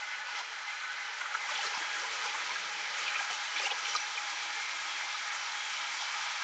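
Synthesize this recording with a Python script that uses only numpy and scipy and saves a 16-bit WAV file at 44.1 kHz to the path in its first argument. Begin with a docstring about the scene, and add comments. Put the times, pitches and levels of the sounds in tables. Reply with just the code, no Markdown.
"""A blender roars on a kitchen counter, with thin whines, ticks, scrapes, knocks, low thuds and dull thumps.
Noise for swirling pulp and motor air rings the jar and housing; it brightens as the mix turns liquid.
The roar flares and pieces rattle where the blade catches a chunk. Whines are gliding sines, spray is
filtered ticks, scrapes are gritty band noise, knocks are short wandering rings, thumps are brief pushes.
The recorder leaves out the top, so all of it sounds dull above."""
import sys
import numpy as np
from scipy import signal
from scipy.fft import irfft, next_fast_len
from scipy.io import wavfile
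from scipy.ndimage import uniform_filter1d

SR = 44100
rng = np.random.default_rng(int(sys.argv[2]) if len(sys.argv) > 2 else 0)


def output_pcm(signal):
    """Save a mono or channel-first signal as 16-bit PCM at the path in sys.argv[1].

    Samples are clipped to [-1, 1] before scaling.
    """
    pcm = np.clip(np.atleast_2d(signal).T, -1, 1) * 32767
    wavfile.write(sys.argv[1], SR, np.round(pcm).astype(np.int16))


N = 283563
T = np.arange(N) / SR

# Roar between catches. Each row: time in seconds, level in dB, low mids against it in dB (only their
# departure from the mean of the last third counts), counter hum level in dB.
CHURN_COURSE = [(0.0, -39.5, -27.5, -90), (0.45, -40, -21, -91), (0.62, -40, -28, -100),
                (0.92, -39.5, -25, -102), (1.1, -39.5, -24, -90), (1.45, -38, -22, -86),
                (1.75, -36, -20.5, -80), (2.17, -36.5, -18.5, -80.5), (2.4, -36.5, -19, -74.5),
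                (2.55, -37, -22.5, -73.5), (2.7, -37.5, -19.5, -77), (2.9, -37.5, -21.5, -75),
                (3.1, -36, -23.5, -77.5), (3.45, -37.5, -30.5, -90), (3.8, -37, -21.5, -84),
                (4.15, -38, -28.5, -93), (4.5, -37.5, -27, -97), (5.4, -38, -27, -86),
                (6.43, -36.5, -31.5, -90)]
# How liquid the mix is. Each row: time in seconds, share from 0 thick to 1 liquid.
LIQUID_COURSE = [(0, 0.13), (1.3, 0.14), (1.6, 0.55), (4.2, 0.92), (6.43, 0.86)]
# Spectrum of the broad roar. Each row: frequency in Hz, relative density in dB per Hz.
ROAR_SPECTRUM = [(30, -35), (295, -32.5), (330, -30), (540, -19), (580, -14.5), (790, -10), (815, -0.5),
                 (1120, -10), (1250, -1), (2400, -1.5), (2850, -8), (3400, -5), (6700, -11), (7550, -15.5),
                 (7700, -23.5), (8750, -33), (9300, -66.5)]
# Jar and housing resonances. Each row: centre in Hz, width in Hz, level against the roar in dB with a
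# thick mix, the same with a liquid mix.
JAR_MODES = [(327.6, 26, -44.5, -35.5), (448, 40, -41, -38), (587.4, 69, -35, -38), (829.5, 25.6, -20, -18),
             (996, 233, -20.5, -14.5), (1269, 200, -18, -12.5), (1490, 34, -10, -26.5),
             (1641, 39, -21.5, -14.5), (1738, 25, -15, -38.5), (2040, 89, -13.5, -21), (2140, 95, -27, -16),
             (2316, 110, -34.5, -10.5), (3024, 210, -12.5, -15), (3290, 32, -15.5, -21),
             (2653, 150, -32.5, -15.5), (4080, 68, -14.5, -26.5), (5800, 350, -23, -17)]
# Thin motor whines. Each row: start in seconds, length in seconds, start in Hz, end in Hz, level in dB.
MOTOR_WHINES = [(0.0, 0.17, 2040, 2070, -49), (0.0, 0.07, 1465, 1486, -47), (0.11, 0.19, 1490, 1480, -50),
                (0.28, 0.18, 1454, 1408, -52), (0.302, 0.13, 2050, 2090, -51),
                (0.5, 0.15, 1530, 1490, -54.5), (0.646, 0.14, 1710, 1690, -53),
                (0.656, 0.071, 2050, 2060, -43.5), (0.8, 0.086, 2070, 2080, -50),
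                (0.939, 0.12, 2010, 2060, -48), (0.96, 0.11, 2140, 2180, -49), (1.0, 0.22, 1515, 1520, -53),
                (1.361, 0.15, 2085, 2050, -48.5), (1.702, 0.63, 3290, 3256, -55.5),
                (1.782, 0.55, 1665, 1660, -56), (2.87, 0.11, 2000, 2060, -51), (3.3, 0.41, 2130, 2124, -52),
                (4.047, 0.54, 3270, 3280, -54), (4.55, 0.34, 2116, 2123, -50),
                (4.94, 0.24, 2120, 2090, -50.5), (5.25, 0.11, 2115, 2080, -52),
                (4.863, 0.43, 3280, 3270, -53), (5.549, 0.38, 3290, 3265, -53),
                (6.197, 0.26, 3280, 3280, -53)]
# Knocks and low thuds. Each row: peak time in seconds, level in dB, pitch in Hz.
KNOCKS_AND_THUDS = [(0.41, -42, 980), (0.837, -41, 1504), (1.212, -38, 2065), (1.217, -37.5, 1460),
                    (1.316, -40, 1450), (1.351, -33, 1320), (1.352, -37, 1630), (1.348, -33.5, 1453),
                    (1.513, -44, 3800), (1.494, -38, 1173), (1.52, -47.5, 592), (1.558, -40, 2320),
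                    (1.556, -37, 3450), (1.562, -39, 2970), (1.585, -40, 3110), (1.608, -44, 2900),
                    (1.657, -38, 1265), (1.643, -38, 1314), (1.652, -47, 3070), (1.67, -39.5, 4180),
                    (1.674, -45, 5380), (1.749, -41, 5180), (1.751, -42, 932), (1.816, -57, 325),
                    (1.826, -37, 1630), (1.969, -39, 1370), (2.036, -54, 510), (2.054, -40, 1014),
                    (2.261, -55, 480), (2.14, -57, 445), (2.46, -66, 466), (2.25, -70, 192),
                    (2.349, -38.5, 890), (2.53, -68, 191), (2.498, -40.5, 990), (2.561, -34, 1630),
                    (3.068, -37, 2580), (3.084, -32, 2420), (3.159, -33.5, 2410), (3.197, -31.5, 1625),
                    (3.211, -41.5, 820), (3.308, -41.5, 737), (3.567, -36, 2346), (3.586, -37, 3450),
                    (3.59, -62, 570), (3.601, -35.5, 2470), (3.626, -37, 2440), (3.64, -50, 540),
                    (3.67, -36, 3010), (3.707, -37, 2540), (3.657, -33, 2770), (3.601, -39, 840),
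                    (3.67, -40, 807), (3.718, -40.5, 817), (3.714, -35, 2940), (3.72, -36, 3260),
                    (3.724, -46.5, 530), (3.885, -57, 470), (3.95, -52, 450), (3.956, -30.5, 1228),
                    (3.965, -35, 4070), (4.179, -34, 2420), (5.113, -44, 2380), (5.15, -40, 1254),
                    (5.278, -38, 1716), (5.522, -43, 4100), (6.028, -40.5, 844)]
# The blade catches and grinds a chunk. Each row: start in seconds, length in seconds, rise of the roar
# in dB, extra change of its low mids in dB.
CHUNK_CATCHES = [(0.275, 0.057, 1, -4), (0.346, 0.059, 3, -2), (0.66, 0.084, 0.5, -5), (1.206, 0.015, 2, 5),
                 (1.308, 0.067, 0, 2), (1.493, 0.18, 2, 2), (1.763, 0.029, 0.5, -12),
                 (2.015, 0.052, 0.5, 6), (2.12, 0.028, 1, 5), (2.234, 0.047, 0.5, 1),
                 (2.491, 0.069, 0.5, 5), (2.966, 0.11, 0.5, 4), (3.123, 0.093, 0, 4),
                 (3.3, 0.041, 0.5, 11.5), (3.551, 0.034, 1.5, 4), (3.595, 0.084, 1.5, 10.5),
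                 (3.71, 0.024, 0, 13), (3.836, 0.1, 1, 3), (3.935, 0.045, 1.5, 6), (4.155, 0.036, 0, 13)]
# A chunk scrapes along the wall. Each row: start in seconds, length in seconds, centre in Hz,
# width in Hz, level in dB.
WALL_SCRAPES = [(0.27, 0.046, 2600, 200, -48), (0.353, 0.065, 3120, 600, -48),
                (0.337, 0.07, 2150, 500, -48), (1.2075, 0.014, 1800, 1400, -36),
                (1.225, 0.12, 1450, 400, -43), (1.333, 0.032, 1500, 700, -40),
                (1.505, 0.023, 4400, 2000, -45), (1.552, 0.015, 3200, 2000, -46),
                (1.578, 0.053, 865, 150, -43), (1.646, 0.047, 450, 140, -52.5),
                (1.66, 0.025, 4800, 2200, -48), (1.731, 0.073, 890, 200, -42.5),
                (2.23, 0.035, 835, 120, -45), (2.234, 0.04, 5500, 1500, -44.5),
                (2.26, 0.053, 2450, 400, -44), (2.33, 0.04, 1700, 700, -44), (2.399, 0.05, 1500, 700, -43),
                (2.486, 0.053, 2250, 250, -43), (2.98, 0.07, 2400, 500, -44), (3.142, 0.04, 2370, 600, -39),
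                (3.301, 0.03, 487, 160, -55), (3.299, 0.035, 4500, 3000, -48),
                (3.552, 0.036, 3380, 250, -41), (3.575, 0.018, 4220, 800, -39),
                (3.591, 0.085, 500, 200, -51.5), (3.603, 0.035, 5830, 600, -50),
                (3.622, 0.03, 5000, 600, -41), (3.655, 0.02, 3800, 1400, -46),
                (3.846, 0.035, 2700, 600, -40), (3.868, 0.076, 5800, 300, -47),
                (3.94, 0.045, 5370, 1200, -40), (3.95, 0.022, 4300, 900, -49),
                (3.994, 0.04, 5950, 400, -44), (4.6, 0.16, 2170, 400, -43.5)]
# A heavy lump thumps the jar on the counter. Each row: centre time in seconds, level in dB, pitch in Hz.
JAR_THUMPS = [(1.515, -70, 150), (1.672, -62, 170), (1.777, -51, 230), (2.47, -64, 200), (3.312, -60, 190),
              (3.726, -72, 170), (3.955, -67, 180)]

THICK_TREBLE_DB, THICK_RUMBLE_DB = -5.5, 0.5  # fully thick against fully liquid
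CATCH_TREBLE_SHARE, CATCH_RUMBLE_SHARE = 0.42, 0.14  # dB per dB of a catch's roar rise, low-mid change
RUMBLE_PER_LOW_MID = 0.35  # dB per dB
COUNTER_HZ, COUNTER_WIDTH_HZ = 191, 28
WHINE_EDGE_S, WHINE_WAVER, WHINE_FLUTTER_DB = 0.028, 0.003, 2.5  # waver as share of pitch
SPRAY_DB, SPRAY_PER_S, SPRAY_SPREAD_DB = -13.5, 1600, 5.5
SPRAY_CATCH_GAIN = 2.3  # dB per dB of a catch
SPRAY_LOW_HZ, SPRAY_HIGH_HZ = 2700, 6230
KNOCK_RISE = 0.3  # share of the length
KNOCK_MS, KNOCK_CYCLES = 16.5, 10.5  # length: fixed part plus cycles of the pitch
CRACK_DB = -9  # each crack partial against its knock
SPLINTER_DB, SPLINTER_SPREAD_DB = -18.5, 4
SPLINTER_CATCH_SHARE = 0.5  # extra dB per dB of a catch
CATCH_EDGE_S = 0.031
SCRAPE_ATTACK, SCRAPE_RELEASE = 0.15, 0.35  # shares of the length
SCRAPE_ROUGH_DB, SCRAPE_GRAIN_MS = 3.5, 3
RATTLE_DB, RATTLE_GAP_S, RATTLE_MS = 3, 0.009, 24  # least level against the mode; mean gap; length
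THUMP_CYCLES = 0.45  # spread of the bell-shaped push
TOP_HZ = 8900


def undb(db):
    """Gain of a level in dB."""
    return np.exp(np.asarray(db) * (np.log(10) / 20))


def unit(x):
    """Scaled to rms 1."""
    return x / np.sqrt(np.mean(x ** 2))


def smooth_twice(x, size):
    """Two moving averages in a row."""
    return uniform_filter1d(uniform_filter1d(x, size), size)


def walk(rate_hz):
    """Random levels, each held for one period of the rate, then slewed twice; rms 1."""
    hold = int(SR / rate_hz)
    steps = np.repeat(rng.standard_normal(N // hold + 1), hold)
    return unit(smooth_twice(steps, hold)[:N])


def coloured(gain):
    """Fresh noise with the given gain per frequency bin."""
    size = next_fast_len(N)
    bins = np.arange(size // 2 + 1)
    spectrum = rng.standard_normal(size // 2 * 2 + 2).view(complex)
    return irfft(spectrum * gain(bins * SR / size + 1), size)[:N]  # + 1 Hz keeps the logs finite


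def resonance(centre_hz, width_hz, drift=.003):
    """Noise ringing in one resonance whose centre drifts a little, rms 1."""
    pole = np.exp(-np.pi * width_hz / SR)
    swing = signal.lfilter([1], [1, -2 * pole, pole ** 2], rng.standard_normal((2, N)))
    phase = 2 * np.pi * centre_hz / SR * np.cumsum(1 + drift * walk(6))
    return unit(swing[0] * np.cos(phase) + swing[1] * np.sin(phase))


def roar(treble_db, low_db, rumble_db, liquid):
    """Turbulent pulp and air as broad noise bands with common and separate level changes, plus jar resonances."""
    spectrum_hz, spectrum_db = np.transpose(ROAR_SPECTRUM)
    surge = walk(6.3)

    def tilt_db(hz):
        """Departure of the roar around hz from its mean over the last third."""
        if hz < 390:
            course_db = rumble_db
        elif hz < 620:
            course_db = low_db
        else:
            course_db = treble_db if hz > 2700 else np.zeros(N)
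        return course_db - course_db[-N // 3:].mean()

    out = np.zeros(N)
    for centre_hz in 40 * 2 ** np.arange(0, 8, .5):
        def band_gain(hz):
            """Roar spectrum under a cosine window, half an octave to each side."""
            window = np.cos(np.pi / 2 * np.clip(2 * np.log2(hz / centre_hz), -1, 1))
            return undb(np.interp(np.log(hz), np.log(spectrum_hz), spectrum_db)) * window

        # bands above 7 kHz: faster, deeper random level changes
        change_db = 1.18 * walk(25) if centre_hz < 7000 else 1.75 * walk(60)
        out += coloured(band_gain) * undb(tilt_db(centre_hz) + 0.1 * surge + change_db)
    out = undb(-1.0) * out / np.sqrt(np.mean(out[-N // 3:] ** 2))
    for centre_hz, width_hz, thick_db, liquid_db in JAR_MODES:
        # the sloshing mix damps each resonance on and off
        mode_db = thick_db + (liquid_db - thick_db) * liquid
        out += resonance(centre_hz, width_hz) * undb(mode_db + tilt_db(centre_hz) + 2.03 * walk(18))
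    return out


def counter_hum(level_db):
    """Noise ringing one low resonance of the counter, its level wandering slowly."""
    return resonance(COUNTER_HZ, COUNTER_WIDTH_HZ) * undb(level_db + 2.5 * walk(3.1))


def whines():
    """Near-pure tones that glide, waver in pitch and flutter in level."""
    out = np.zeros(N)
    waver, flutter_db = WHINE_WAVER * walk(14), WHINE_FLUTTER_DB * walk(30)
    shifts = rng.integers(0, N, len(MOTOR_WHINES))  # each whine reads the wander elsewhere
    for (start_s, length_s, start_hz, end_hz, db), shift in zip(MOTOR_WHINES, shifts):
        on = slice(int(max(start_s, 0) * SR), int((start_s + length_s) * SR))
        age_s = T[on] - start_s
        glide_hz = start_hz + (end_hz - start_hz) * age_s / length_s
        hz = glide_hz * (1 + np.roll(waver, shift)[on])
        fade = np.clip(np.minimum(age_s, length_s - age_s) / WHINE_EDGE_S, 0, 1)
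        gain = np.sqrt(2) * fade * undb(db + np.roll(flutter_db, shift)[on])
        out[on] += gain * np.sin(2 * np.pi * np.cumsum(hz) / SR)
    return out


def spray(level_db):
    """Grit and droplets flung at the wall: dense sharp ticks of uneven size."""
    hit, size, sign = rng.random((3, N))
    size_gain = undb(-SPRAY_SPREAD_DB * np.log(size + 0.0059))
    ticks = (hit < SPRAY_PER_S / SR) * size_gain * np.sign(sign - .5)
    band = signal.butter(5, [SPRAY_LOW_HZ, SPRAY_HIGH_HZ], "bandpass", fs=SR, output="sos")
    return unit(signal.sosfilt(band, ticks)) * undb(level_db + SPRAY_DB)


def add_knock(out, peak_s, db, hz, length_ms, chance, noisy):
    """One knock: a short ring that swells and dies, its pitch wandering at random."""
    n = int(length_ms * SR / 1000)
    i = int(peak_s * SR - KNOCK_RISE * n)
    if i >= 0 and i + n < N:
        two_cycles = int(2 * SR / hz)
        wander = noisy * np.sqrt(hz / SR) * np.cumsum(smooth_twice(chance, two_cycles)[:n])
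        age = np.linspace(0, 1, n)
        shape = np.sin(np.pi * age ** (np.log(.5) / np.log(KNOCK_RISE))) ** 2
        ring = np.sin(2 * np.pi * hz * T[:n] + wander + 2 * chance[-1])
        out[i:i + n] += undb(db) * np.sqrt(2) * shape * ring


def knocks_and_splinters(level_db):
    """Listed knocks and low thuds, each a ring and a broader crack, over small splinters."""
    out, cracks = np.zeros(N), np.zeros(N)
    for peak_s, db, hz in KNOCKS_AND_THUDS:
        length_ms = KNOCK_MS + 1000 * KNOCK_CYCLES / hz
        add_knock(out, peak_s, db, hz, length_ms, rng.standard_normal(6000), noisy=0.086)
        for pitch in rng.standard_normal(3):
            crack_hz = hz * 2 ** (0.05 + 0.2 * pitch)
            add_knock(cracks, peak_s, db, crack_hz, length_ms, rng.standard_normal(6000), noisy=0.83)
    # the splinters follow the level of the roar
    for when, pitch, size, length in rng.random((700, 4)):
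        db = level_db[int(when * N)] + SPLINTER_DB - SPLINTER_SPREAD_DB * np.log(size + 0.025)
        hz, length_ms = 800 * 2 ** (2.6 * pitch), 5.202 + 15 * length
        add_knock(out, when * N / SR, db, hz, length_ms, rng.standard_normal(1500), noisy=0.92)
    return out + undb(CRACK_DB) * cracks


def catches():
    """Change of the whole roar and extra change of its low mids, in dB, with straight edges in and out."""
    rise_db, low_db = np.zeros(N), np.zeros(N)
    for start_s, length_s, db, extra_db in CHUNK_CATCHES:
        inside_s = np.minimum(T - start_s, start_s + length_s - T)
        hold = np.clip(inside_s / CATCH_EDGE_S + .5, 0, 1)
        rise_db += db * hold
        low_db += extra_db * hold
    return rise_db, low_db


def scrapes():
    """Grainy noise in one band: quick start, uneven hold, softer end."""
    out = np.zeros(N)
    grain = int(SCRAPE_GRAIN_MS * SR / 1000)
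    for start_s, length_s, hz, width_hz, db in WALL_SCRAPES:
        i, n = int(start_s * SR), int(length_s * SR)
        hiss, rough = rng.standard_normal((2, 8000))
        band = signal.butter(2, [hz - width_hz / 2, hz + width_hz / 2], "bandpass", fs=SR, output="sos")
        age = np.linspace(0, 1, n)
        shape = np.clip(np.minimum(age / SCRAPE_ATTACK, (1 - age) / SCRAPE_RELEASE), 0, 1)
        grit = hiss * undb(SCRAPE_ROUGH_DB * unit(uniform_filter1d(rough, grain)))
        out[i:i + n] += unit(signal.sosfilt(band, grit)[-n:]) * shape * undb(db)
    return out


def rattle(level_db):
    """Pieces of a ground chunk clatter on the wall, each ringing one upper resonance of the jar."""
    out = np.zeros(N)
    upper = [mode for mode in JAR_MODES if mode[0] > 700]
    for start_s, length_s, _, _ in CHUNK_CATCHES:
        for step, (late, which, size) in enumerate(rng.random((30, 3))):
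            peak_s = start_s + RATTLE_GAP_S * (step + late)
            chance = rng.standard_normal(3000)
            if peak_s < start_s + length_s:
                hz, _, _, liquid_db = upper[int(which * len(upper))]
                db = level_db[int(peak_s * SR)] + RATTLE_DB + liquid_db + 6 * size
                add_knock(out, peak_s, db, hz, RATTLE_MS, chance, noisy=0.5)
    return out


def thumps():
    """One dull push each, hardly more than a cycle."""
    out = np.zeros(N)
    for centre_s, db, hz in JAR_THUMPS:
        near = slice(int((centre_s - .03) * SR), int((centre_s + .03) * SR))
        turns = (T[near] - centre_s) * hz
        bell = np.exp(-.5 * (turns / THUMP_CYCLES) ** 2)
        out[near] += np.sqrt(2) * undb(db) * bell * np.sin(2 * np.pi * turns)
    return out


def scene():
    """Sum of all sources, heard from one point."""
    churn_s, *churn_db = np.transpose(CHURN_COURSE)
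    level_db, low_db, hum_db = (np.interp(T, churn_s, column) for column in churn_db)
    liquid = np.interp(T, *np.transpose(LIQUID_COURSE))
    rise_db, catch_low_db = catches()
    muffle_db = THICK_TREBLE_DB * (1 - liquid)
    treble_db = muffle_db + CATCH_TREBLE_SHARE * rise_db
    rumble_db = (THICK_RUMBLE_DB * (1 - liquid) + CATCH_RUMBLE_SHARE * catch_low_db
                 + RUMBLE_PER_LOW_MID * low_db)
    mix = roar(treble_db, low_db + catch_low_db, rumble_db, liquid) * undb(level_db + rise_db)
    mix += counter_hum(hum_db + rise_db)
    mix += whines()
    mix += spray(level_db + muffle_db + SPRAY_CATCH_GAIN * np.maximum(rise_db, 0))
    mix += knocks_and_splinters(level_db + (1 + SPLINTER_CATCH_SHARE) * rise_db)
    mix += scrapes()
    mix += rattle(level_db + rise_db)
    mix += thumps()
    return mix[None]


def record(dry):
    """The recorder cuts the top steeply."""
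    return signal.sosfilt(signal.ellip(8, .2, 50, TOP_HZ, fs=SR, output="sos"), dry)


dry = scene()
out = record(dry)
output_pcm(out)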